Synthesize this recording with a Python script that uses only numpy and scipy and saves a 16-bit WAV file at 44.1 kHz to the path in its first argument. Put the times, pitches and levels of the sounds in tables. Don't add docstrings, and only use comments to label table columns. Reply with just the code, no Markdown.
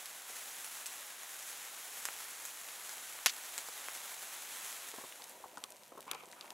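import sys
import numpy as np
from scipy import signal
from scipy.fft import rfft, irfft, next_fast_len
from scipy.io import wavfile
from scipy.ndimage import map_coordinates

SR = 44100
rng = np.random.default_rng(int(sys.argv[2]) if len(sys.argv) > 2 else 0)


def rack_gain(trim_db):
    fader = np.asarray(trim_db, float)
    return 10 ** (fader / 20)


def bounce(signal):
    frames = np.transpose(np.atleast_2d(signal))
    limited = np.clip(frames, -1, 1)
    pcm = np.round(limited * 32767).astype(np.int16)
    wavfile.write(sys.argv[1], SR, pcm)


N = 287973

# pitch_hz [Hz], density_db [dB per Hz]
GRAIN_COLOUR = [(880, -19), (1500, -6.5), (1840, -6), (1940, -5.5), (2980, -7.5), (3280, -6), (4670, -7),
                (6650, 0), (7780, -0.5), (8920, -4), (10600, -0.5), (11900, -2.5), (13300, -7),
                (15600, -8.5)]
SCENE_FADE_S = 4.72, 5.64
PAN_SCATTER_DB = 1.5


def unit(x):
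    return x / np.sqrt(np.mean(x ** 2) + 1e-20)


def along(points, hz):
    point_hz, value = np.transpose(points)
    return np.interp(np.log(hz + 1), np.log(point_hz + 1), value)


def curves(rows):
    s, *columns = np.transpose(rows)
    return [np.interp(np.arange(N) / SR, s, column) for column in columns]


def fade(start_s, end_s):
    return np.clip((np.arange(N) / SR - start_s) / (end_s - start_s), 0, 1)


def wobble(rate):
    knots = rng.standard_normal(int(N * rate / SR) + 4)
    return map_coordinates(knots, [np.arange(N) * rate / SR])


def filtered(x, response):
    length = x.shape[-1]
    m = next_fast_len(length + 8192)
    return irfft(rfft(x, m) * response(np.fft.rfftfreq(m, 1 / SR)), m)[..., :length]


def coloured(x, spectrum):
    return unit(filtered(x, lambda hz: rack_gain(along(spectrum, hz))))


def resonance(hz, centre_hz, width_hz):
    return 1j * hz * width_hz / (centre_hz ** 2 - hz ** 2 + 1j * hz * width_hz)


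def bursts(per_second, spread_db):
    happens = rng.random(N) < per_second / SR
    size = np.minimum(rng.exponential(size=N), 3.8)
    return unit(happens * rack_gain(spread_db * size) * rng.standard_normal(N))


def wide(alike, spectrum):
    def mid_and_side(hz):
        angle = np.arccos(np.clip(along(alike, hz), -1, 1)) / 2
        return rack_gain(along(spectrum, hz)) * [np.cos(angle), np.sin(angle)]

    mid, side = filtered(rng.standard_normal((2, N)), mid_and_side)
    return unit(np.array([mid + side, mid - side]))


def add(track, s, sound):
    part = track[..., round(s * SR):][..., :sound.shape[-1]]
    part += sound[..., :part.shape[-1]]


def sides(pan_db):
    return rack_gain(np.array([[pan_db / 2], [-pan_db / 2]]))


def fizz():
    # start_s [s], level_db [dB]
    burn = [(0.0, -50.5), (0.25, -51), (0.4, -48.5), (0.76, -48), (0.93, -49.5), (1.18, -51.5),
            (1.51, -47.5), (1.7, -49.5), (2.0, -48), (2.66, -49.5), (2.94, -48.5), (3.27, -49.5),
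            (3.55, -48.5), (4.05, -47.5), (4.3, -49.5), (4.65, -46.5), (4.9, -49)]
    # pitch_hz [Hz], density_db [dB per Hz]
    body_colour = [(18, -64), (30, -75), (96, -35), (242, -12), (350, -7.5), (506, -1.5), (560, -1),
                   (794, 4), (4000, -5.5), (5200, -21), (8800, -120)]
    # pitch_hz [Hz], level_db [dB]
    surround = [(40, -11), (200, -16), (700, -15.5), (1300, -16), (2300, -15.5), (3000, -22.5),
                (8000, -31.5), (15000, -27)]
    fizz_db, = curves(burn)
    body_db = -55 + 0.15 * (fizz_db - fizz_db.mean()) + 0.48 * np.arange(N) / SR
    grains = rack_gain(-3) * bursts(per_second=4000, spread_db=3) + rng.standard_normal(N)
    sputter_db = 0.27 * wobble(16) + 0.91 * wobble(40)
    high = rack_gain(fizz_db + 0.5 + sputter_db + 0.21 * wobble(21.9))
    low = rack_gain(body_db - 3.5 + 0.55 * sputter_db + 0.51 * wobble(10))
    mid = high * coloured(grains, GRAIN_COLOUR) + low * coloured(grains, body_colour)
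    around = rng.standard_normal(N)
    diffuse = high * coloured(around, GRAIN_COLOUR) + low * coloured(around, body_colour)
    side = filtered(diffuse, lambda hz: rack_gain(along(surround, hz)))
    return np.array([mid + side, mid - side]) * (1 - fade(*SCENE_FADE_S))


def pops():
    # start_s [s], crack_db [dB peak],
    # thud_db [dB peak], thud_hz [Hz], echo_db [dB]
    grain_pops = [(0.0574, -28.5, -43, 3100, 1), (0.2987, -42.5, -55.5, 550, -3),
                  (0.6445, -26.5, -50, 1570, 1.5), (0.859, -26, -42, 3000, 2), (0.8645, -23, -55, 3500, 3),
                  (1.233, -31.5, -51, 1300, -2), (1.3906, -32, -56.5, 2300, 2),
                  (1.4258, -31, -61, 1800, -1), (2.0534, -16.5, -37, 1510, -3),
                  (2.0864, -31, -36.5, 1520, -8), (2.2208, -42, -52, 1500, -4),
                  (2.4526, -25, -45, 2190, -2), (2.614, -29, -53, 1500, -4.5), (2.686, -37, -45, 2200, -3),
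                  (2.8928, -28, -46, 1400, -4.5), (2.97, -37.5, -49.5, 1600, -5.5),
                  (3.189, -44, -45.5, 2000, -5.5), (3.2602, -8, -19.5, 3010, 2.5),
                  (3.5787, -20, -39, 2010, 2), (3.686, -31.5, -45.5, 910, 1), (3.8845, -31, -37, 1600, -7),
                  (3.9654, -34, -56, 850, 1.5), (4.226, -34, -53, 900, 4), (4.9156, -30.5, -46, 2900, -2)]
    # delay_s [s], level_db [dB], t60_s [s]
    reflections = [
        (.0008, -20.5, .015),
        (.0045, -22.5, 0.045),
        (0.018, -34.5, .15),
        (0.033, -38.5, .2),
    ]
    last_rock_s = 0.041
    track, t = np.zeros((2, N)), np.arange(2400) / SR

    scatter = sum((t >= lag) * rack_gain(db - 2.0 - 60 * abs(t - lag) / t60) for lag, db, t60 in reflections)
    scatter = scatter * rack_gain(-60 * np.maximum(t - last_rock_s, 0) / 0.035)
    late = np.clip(t / 0.028, 0, 1)

    def crack_tone(hz):
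        return rack_gain(along(GRAIN_COLOUR, hz)) * resonance(hz, 6300, 7000)

    def dulling(hz):
        return resonance(hz, 4740, 6500) / (1 + (hz / 10000) ** 2)

    def thin(hz):
        return (1j * hz / (150 + 1j * hz)) ** 2

    for s, crack_db, thud_db, thud_hz, echo_db in grain_pops:
        noise = rng.standard_normal((3, len(t)))
        shock = (np.arange(len(t)) == 8) + 0.5 * noise[0] * rack_gain(-60 * t / 0.0042)
        crack = filtered(shock, crack_tone)
        thud = np.sin(2 * np.pi * thud_hz * t) * np.sin(np.pi * np.clip(thud_hz * t, 0, 1))
        direct = -rack_gain(crack_db - 1.5) * crack / abs(crack).max() + rack_gain(thud_db + 12.0) * thud
        ground = scatter * (noise[1] + 0.071 * noise[2] * [[1], [-1]])
        ground = (1 - late) * ground + late * filtered(ground, dulling)
        ground[:, round(0.0046 * SR)] += rack_gain(-21.0)
        echoes = rack_gain(echo_db) * signal.fftconvolve(direct[None], ground, axes=1)[:, :len(t)]
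        add(track, s + 0.0005, filtered(direct + echoes, thin))
    return track


def flames():
    # start_s [s], level_db [dB]
    blaze = [(4.93, -53), (5.1, -58), (5.35, -60), (5.56, -59.5), (5.8, -64), (6.0, -65), (6.53, -59)]
    # pitch_hz [Hz], likeness [0..1]
    likeness = [(60, 0.99), (200, 0.99), (400, 0.96), (700, 0.977), (1300, 0.53), (2400, 0.57),
                (4400, 0.89), (8000, 0.98), (15000, 1)]
    # pitch_hz [Hz], density_db [dB per Hz]
    rush_colour = [(18, -67), (30, -42), (248, -9.5), (357, -10), (386, -3.5), (431, -12), (529, -2.5),
                   (737, -4.5), (810, -6.5), (890, -5.5), (979, -0.5), (1300, -42), (1690, -63),
                   (2860, -120)]
    rumble_colour = [(20, -20), (40, -1), (70, -6), (150, 4), (250, 2), (400, -60)]
    hiss_colour = [(650, -20), (1100, 2), (2660, 0.5), (3740, -2.5), (5080, -5.5), (6090, -2),
                   (12000, -3.5), (15400, -10), (16500, -30)]
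    rush_db, = curves(blaze)
    hiss_db = -59.5 + 0.44 * (rush_db - rush_db[-1])
    flutter_db = 1.5 * wobble(12) + 1.8 * wobble(45)
    rush = rack_gain(rush_db + 0.8 + flutter_db) * wide(likeness, rush_colour)
    rumble = rack_gain(-79.0 + 2.4 * wobble(4.6)) * wide(likeness, rumble_colour)
    spit = coloured(bursts(per_second=900, spread_db=2.5), hiss_colour)
    steam = wide(likeness, hiss_colour)
    hiss = rack_gain(hiss_db - 2.5 + 0.39 * wobble(25)) * (steam + rack_gain(-1.5) * spit)
    return (rush + rumble + hiss) * fade(*SCENE_FADE_S)


def sticks():
    # start_s [s], level_db [dB peak], pitch_hz [Hz], push_db [dB]
    blows = [(4.9385, -44, 1000, 1.5), (4.983, -43.5, 960, 5), (5.012, -52, 798, -1), (5.039, -43, 950, 6),
             (5.196, -57, 945, -8), (5.403, -52, 528, -12.5), (5.44, -42.5, 917, -4.5),
             (5.459, -50, 685, 3), (5.5725, -42, 1350, -9), (5.637, -49, 1150, -5), (5.92, -47, 758, -13),
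             (5.953, -50, 790, 3), (5.975, -46.5, 974, 3), (5.99, -48, 970, 2.5), (6.066, -52, 977, -14),
             (6.079, -43.5, 970, -2.5), (6.112, -42, 1302, -5.5), (6.131, -46, 1020, -4),
             (6.149, -43.5, 830, -6.5), (6.174, -60, 999, -1), (6.235, -49, 1000, -11.5),
             (6.275, -55.5, 592, 0), (6.441, -50.5, 930, -4.5)]
    # pitch_hz [Hz], width_hz [Hz], level_db [dB]
    modes = [(184.6, 300, -10.5), (351, 304, -2), (550, 94, -8), (760, 106, -3), (1020, 75, -2.5),
             (1350, 50, -12)]
    track, t = np.zeros((2, N)), np.arange(2600) / SR

    def wood(hz):
        return sum((-1) ** k * rack_gain(db) * resonance(hz, c, w) for k, (c, w, db) in enumerate(modes))

    for s, db, pitch_hz, push_db in blows:
        pan_db = 0.88 + PAN_SCATTER_DB * rng.standard_normal()
        rattle = rng.standard_normal((2, len(t))) * rack_gain(-20 - 60 * t / 0.07)
        blow = (np.arange(len(t)) == 0) + rattle[0] + 0.19 * rattle[1] * [[1], [-1]]

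        def body(hz):
            own_pitch = rack_gain(2.5) * resonance(hz, pitch_hz, 250)
            push = rack_gain(push_db) * resonance(hz, 409, 660) ** 2
            return (wood(hz) + own_pitch + push) / (1 + 1j * hz / 1500) ** 2

        knock = filtered(blow, body)
        add(track, s, -rack_gain(db + 5.0) * sides(pan_db) * knock / abs(knock).max())
    return track


def embers():
    # start_s [s], level_db [dB peak], pitch_hz [Hz], width [octaves]
    snaps = [(5.123, -34, 2460, 1.2), (5.22, -34.5, 1800, 1.15), (5.2398, -33, 7880, 1.13),
             (5.2946, -34, 11000, 0.46), (5.5718, -33, 2500, 1.3), (5.5798, -37, 9500, .8),
             (5.6387, -21, 7400, 2.3), (5.7039, -36, 10200, 0.48), (5.7207, -34.5, 8230, 1.5),
             (5.7658, -41.5, 7970, 1.06), (5.8336, -38.5, 6200, 1.02), (5.8785, -41, 10300, 0.51),
             (5.9773, -41, 10800, .96), (6.0057, -33, 11200, 1.08), (6.0174, -43, 10000, 1.2),
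             (6.0786, -42, 2180, 2), (6.1129, -18.5, 10500, 0.54), (6.1325, -31.5, 1920, 0.5),
             (6.1457, -37, 8040, 1.2), (6.1494, -34, 2420, 0.34), (6.2357, -41, 1900, 0.93),
             (6.2561, -39, 6950, 0.73), (6.314, -38, 7260, .97), (6.3247, -36, 5850, 1.04),
             (6.3299, -40, 1930, 0.32), (6.4093, -30, 3800, .3), (6.4246, -41, 3680, .5),
             (6.457, -40, 2280, 1.3), (6.4782, -39, 2090, 1.2), (6.5038, -30.5, 2320, 3.6)]
    track, t = np.zeros((2, N)), np.arange(700) / SR

    def air(hz):
        return resonance(hz, 4300, 18000) / (1 + (hz / 12500) ** 4) * 1j * hz / (600 + 1j * hz)

    for s, db, pitch_hz, octaves in snaps:
        pan_db = 1.28 + PAN_SCATTER_DB * rng.standard_normal()
        decay = rack_gain(-60 * t / 0.0024) + rack_gain(-6.0 - 60 * t / 0.018)
        puff = rng.standard_normal((2, len(t))) * decay
        snap = 1.96 * (np.arange(len(t)) == 0)
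        source = snap + puff[0] + 0.15 * puff[1] * [[1], [-1]]
        char = rack_gain(np.clip(db + 18, -30, 0) - 3)

        def tone(hz):
            own_pitch = resonance(hz, pitch_hz, pitch_hz * octaves)
            return air(hz) * (own_pitch + char * resonance(hz, 3200, 1800))

        tick = filtered(source, tone)
        add(track, s + 0.00083, rack_gain(db - 1.5) * sides(pan_db) * tick / abs(tick).max())
    return track


def scrape():
    # start_s [s], length_s [s], level_db [dB], pitch_hz [Hz]
    strokes = [
        (6.07, 0.19, -51, 1900),
        (6.347, 0.22, -58, 1610),
    ]
    bite_s, ease_db, slide_hz = 0.025, 11, 200
    track = np.zeros((2, N))
    for s, length_s, db, start_hz in strokes:
        progress = fade(s, s + length_s)
        level_db = db - ease_db * np.sqrt(progress)
        centre_hz = start_hz + slide_hz * progress
        grit = rng.standard_normal((2, N)) * rack_gain(1.5 * wobble(150))
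        grit = grit[0] + 0.6 * grit[1] * [[1], [-1]]
        low = unit(filtered(grit, lambda hz: resonance(hz, 1150, 800) ** 2))
        high = unit(filtered(grit, lambda hz: resonance(hz, 2300, 800) ** 2))
        share = np.clip((centre_hz - 1500) / 1200, 0, 1)
        on = fade(s, s + bite_s) * (1 - fade(s + length_s - 0.03, s + length_s + 0.01))
        track += rack_gain(level_db + 4.5) * on * (np.sqrt(1 - share) * low + np.sqrt(share) * high)
    return track


def scene():
    return fizz() + pops() + flames() + sticks() + embers() + scrape()


def roll_off(x):
    return signal.sosfilt(signal.butter(12, 16990, fs=SR, output="sos"), x)


def record(dry):
    def microphone(hz):
        band_limit = np.where(hz < 15780, 1, rack_gain(-36))
        return band_limit * (1j * hz / (80 + 1j * hz))

    mix = filtered(dry, microphone)
    return roll_off(mix)


dry = scene()
out = record(dry)
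bounce(out)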